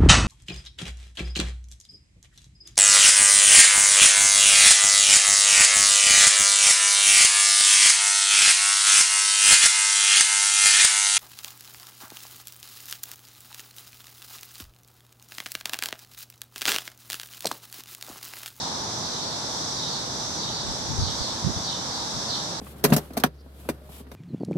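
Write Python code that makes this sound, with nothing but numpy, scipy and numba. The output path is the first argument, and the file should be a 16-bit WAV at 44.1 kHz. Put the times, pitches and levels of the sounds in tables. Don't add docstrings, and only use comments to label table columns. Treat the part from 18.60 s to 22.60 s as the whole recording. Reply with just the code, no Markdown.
import sys
import numpy as np
from scipy import signal
from scipy.fft import rfft, irfft
from scipy.io import wavfile
from numba import njit

SR = 44100
rng = np.random.default_rng(int(sys.argv[2]) if len(sys.argv) > 2 else 0)


def transcribe(u):
    v = np.clip(np.atleast_2d(u).T, -1, 1)
    q = np.round(v * 32767).astype(np.int16)
    wavfile.write(sys.argv[1], SR, q)


N = 176400
ROAD_PAN_DB = -1.5
# f/Hz, relative level/dB
EDDY_SPECTRUM = [(20, -24), (50, -11.5), (100, 3), (150, -3), (250, -13), (400, -25.5), (900, -57),
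                 (3000, -80)]


def cicada(throbs, level_db, click_hz, jitter, start_hz, width_hz,
           attack_s, build_s, whine_db, pan_db, wet_db):
    # f/Hz, bandwidth/Hz, relative level/dB
    modes = [(3030, 53, -4), (3356, 36, -11), (3620, 19, -7), (3760, 14, 7.5), (4080, 54, 0),
             (4300, 45, -2), (4645, 137, 1)]
    release_s, whine_cut_s = .04, .023
    t = np.arange(N) / SR
    rasp_hz, rasp_gain, whine_gain = np.full(N, float(start_hz)), 0, 0
    for start, length, rasp_db, lead_db, low_hz in [(a, b, c, e, d) for a, b, c, d, e in throbs]:
        age = t - start
        glide_hz = start_hz * (low_hz / start_hz) ** np.clip(age / length, 0, 1)
        rasp_hz = np.where(age < 0, rasp_hz, glide_hz)
        attack = np.clip(age / attack_s, 0, 1)
        release = np.exp(-np.maximum(age - length, 0) / release_s)
        rasp_gain += undb(rasp_db) * attack * release
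        whine_gain += undb(lead_db) * np.exp(-(age / np.where(age < 0, build_s, whine_cut_s)) ** 2)
    clicks = tymbal(click_hz, jitter)
    rasp = rasp_gain * unit(resonate(clicks, rasp_hz, width_hz))
    whine = undb(whine_db) * whine_gain * unit(resonate(clicks, hz=5846, width_hz=1400))
    body_band = signal.butter(6, [3017, 7050], "band", fs=SR, output="sos")
    buzz = signal.sosfilt(body_band, rasp + whine)
    ringing = sum(undb(db + 6) * resonate(buzz, hz, width, stages=1) for hz, width, db in modes)
    return unit(leaves(buzz + ringing, wet_db)) * undb(level_db) * pan(pan_db)


def tymbal(click_hz, jitter, count=3000, scatter_db=2.5):
    gap, size = rng.standard_normal((count, 2)).T
    at = (np.cumsum(np.exp(jitter * gap)) * SR / click_hz).astype(int)
    return np.bincount(at[at < N], undb(scatter_db * size)[at < N], N)


def leaves(x, wet_db, t60_s=.33):
    t = np.arange(SR // 2) / SR
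    tail = rng.standard_normal((2, len(t))) * undb(-60 * t / t60_s)
    tail *= undb(wet_db) / np.sqrt(np.sum(tail ** 2, axis=1, keepdims=True))
    return x + irfft(rfft(tail, N) * rfft(x), N)


def chorus(count=10, click_hz=331.6, base_db=-33.5):
    # f/Hz, relative level/dB
    spectrum = [(2000, -49), (2750, -54), (3150, -12), (3550, -1.5), (4000, -1.5), (4600, -2), (5250, 1),
                (5900, -1), (6400, -4.5), (6900, -10), (8100, -10.5), (8600, -18.5), (9300, -22.5),
                (10700, -20), (12200, -28), (14000, -39), (15500, -55)]
    # t/s, relative level/dB
    swell = [(0, 2), (.3, -1.5), (.55, 0.4), (.95, 1.3), (1.6, 0.1), (1.85, 0), (2.25, 0.1), (2.55, 0.8),
             (2.9, .5), (3.3, 0.6), (4, 0.4)]
    voices = 0
    for _ in range(count):
        clicks = tymbal(click_hz * np.exp(.15 * rng.standard_normal()), jitter=.25)
        clicks *= undb(2 * drift(3.8))
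        path_blur = rng.standard_normal((2, SR // 8)) * np.linspace(1, 0, SR // 8)
        voices += rfft(clicks - clicks.mean()) * rfft(path_blur, N)
    return colour(irfft(voices, N), spectrum) * undb(base_db + over_time(swell)) * pan(-.5)


def traffic(level_db=-35, left_lag_s=4e-5):
    # f/Hz, relative level/dB
    spectrum = [(20, -32), (40, -21), (65, -10), (120, 1.5), (210, -0.5), (300, -3), (420, -5), (650, -4.5),
                (900, -2), (1250, -7.5), (1700, -12), (2500, -21), (4000, -16), (9000, -59)]
    # f/Hz, correlation
    correlation = [(40, 1), (130, 1), (280, 0.84), (600, 0.6), (1100, 0.15), (3000, 0.017)]
    coherence = np.clip(over_hz(correlation), -.99, .99)
    mid, side = rfft(rng.standard_normal((2, N))) * np.sqrt([1 + coherence, 1 - coherence])
    delay = np.exp(-2j * np.pi * np.fft.rfftfreq(N, 1 / SR) * left_lag_s)
    ears = irfft(np.array([(mid + side) * delay, mid - side]), N)
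    return colour(ears, spectrum) * undb(level_db) * pan(ROAD_PAN_DB)


def tyres():
    # t/s, centre f/Hz, level/dB
    wash = [(0, 870, -40.5), (.6, 840, -44), (1.4, 834, -46.5), (2, 910, -49), (3.2, 990, -45),
            (4, 905, -47)]
    centre_hz = over_time(wash)
    roar = np.array([resonate(ear, centre_hz, width_hz=430) for ear in rng.standard_normal((2, N))])
    return unit(roar) * undb(over_time(wash, column=2)) * pan(ROAD_PAN_DB)


def buffets():
    # peak t/s, Gaussian width/s, level/dB, left minus right/dB, frequency ratio
    puffs = [(2.08, 0.021, -35, -24, 0.84), (2.322, 0.032, -30, 13, 1.13), (2.394, 0.01, -23, 19, 0.74),
             (2.426, 0.017, -22.5, -6, 0.82), (2.492, 0.015, -30.5, -24, 0.91),
             (2.614, 0.0068, -28, -13, 0.8), (2.852, 0.011, -23, -13, 0.93),
             (2.872, 0.0047, -18, -31, 1.14), (2.896, 0.012, -25.5, -9, 1.04), (2.972, 0.006, -26, 12, 0.8),
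             (3.57, 0.0099, -35, 10, 0.77)]
    t, out = np.arange(N) / SR, 0
    eddies = rng.standard_normal((2, N))
    for at, width, db, pan_db, brightness in puffs:
        envelope = np.exp(-.5 * ((t - at) / width) ** 2)
        puff = colour(eddies * envelope, EDDY_SPECTRUM, brightness)
        puff *= np.sqrt(np.sum(envelope ** 2) / np.sum(puff ** 2, axis=1, keepdims=True))
        out += puff * undb(db) * unit(pan(pan_db))
    return out


def breeze():
    # t/s, level/dB
    strength = [(0, -59), (1.5, -58), (2.101, -43.5), (2.6, -48), (3.1, -49), (4, -56)]
    flutter = colour(rng.standard_normal((2, N)), EDDY_SPECTRUM, brightness=.64)
    return flutter * undb(over_time(strength) + 2 * drift(6.3))


def resonate(x, hz, width_hz, stages=2):
    for _ in range(stages):
        x = bandpass(x, hz * np.ones(N), float(width_hz))
    return x


@njit
def bandpass(x, hz, width_hz):
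    y, band_state, low_state = np.empty(len(x)), 0., 0.
    for i in range(len(x)):
        tuning, damping = np.tan(np.pi * hz[i] / SR), width_hz / hz[i]
        band = (band_state + tuning * (x[i] - low_state)) / (1 + tuning * (tuning + damping))
        band_state = 2 * band - band_state
        low_state += 2 * tuning * band
        y[i] = damping * band
    return y


def colour(x, spectrum, brightness=1):
    gain = undb(over_hz([(hz * brightness, db) for hz, db in spectrum]))
    return unit(irfft(rfft(x) * gain, N))


def drift(rate_hz):
    f = np.fft.rfftfreq(2 * N, 1 / SR)
    return unit(irfft(rfft(rng.standard_normal(2 * N)) * np.exp(-(f / rate_hz) ** 2)))[:N]


def over_hz(points):
    hz, value = np.array(points, float).T
    return np.interp(np.log(np.fft.rfftfreq(N, 1 / SR) + 1), np.log(hz), value)


def over_time(points, column=1):
    columns = np.array(points, float).T
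    return np.interp(np.arange(N) / SR, columns[0], columns[column])


def pan(db):
    return undb(np.array([[db], [-db]]) / 2)


def undb(db):
    return 10 ** (np.asarray(db) / 20)


def unit(x):
    return x / np.sqrt(np.mean(x ** 2))


def scene():
    # t/s, length/s, relative rasp level/dB, lowest f/Hz, relative whine level/dB
    first_throbs = [(.41, 0.18, -4, 3400, 1), (1.145, 0.11, -1, 3450, 1), (1.775, 0.11, -1.5, 3400, 2.5),
                    (2.39, 0.107, 1, 3380, 1), (3.028, .1, 2, 3200, -0.5), (3.672, 0.076, 5.5, 3470, 0)]
    second_throbs = [(-.13, 0.2, 0.5, 3700, -1), (.59, 0.13, .5, 4000, -0.5), (1.265, 0.099, 3, 3950, -2),
                     (1.905, 0.095, 4.5, 3740, 1), (2.555, 0.15, 2.5, 3670, -.5),
                     (3.27, 0.13, 0, 3830, 0.5), (3.93, .15, -6, 4000, -2)]
    first = cicada(first_throbs, level_db=-39.5, click_hz=339.5, jitter=.12, start_hz=4900,
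                   width_hz=1250, attack_s=.013, build_s=.29, whine_db=-2.5, pan_db=-2, wet_db=5)
    second = cicada(second_throbs, level_db=-39.5, click_hz=188.3, jitter=.08, start_hz=5120,
                    width_hz=1500, attack_s=.027, build_s=.77, whine_db=-1, pan_db=-3, wet_db=7)
    return first + second + chorus() + traffic() + tyres() + breeze() + buffets()


def record(dry, top_hz=15000):
    return signal.sosfilt(signal.ellip(8, .2, 70, top_hz, fs=SR, output="sos"), dry)


dry = scene()
out = record(dry)
transcribe(out)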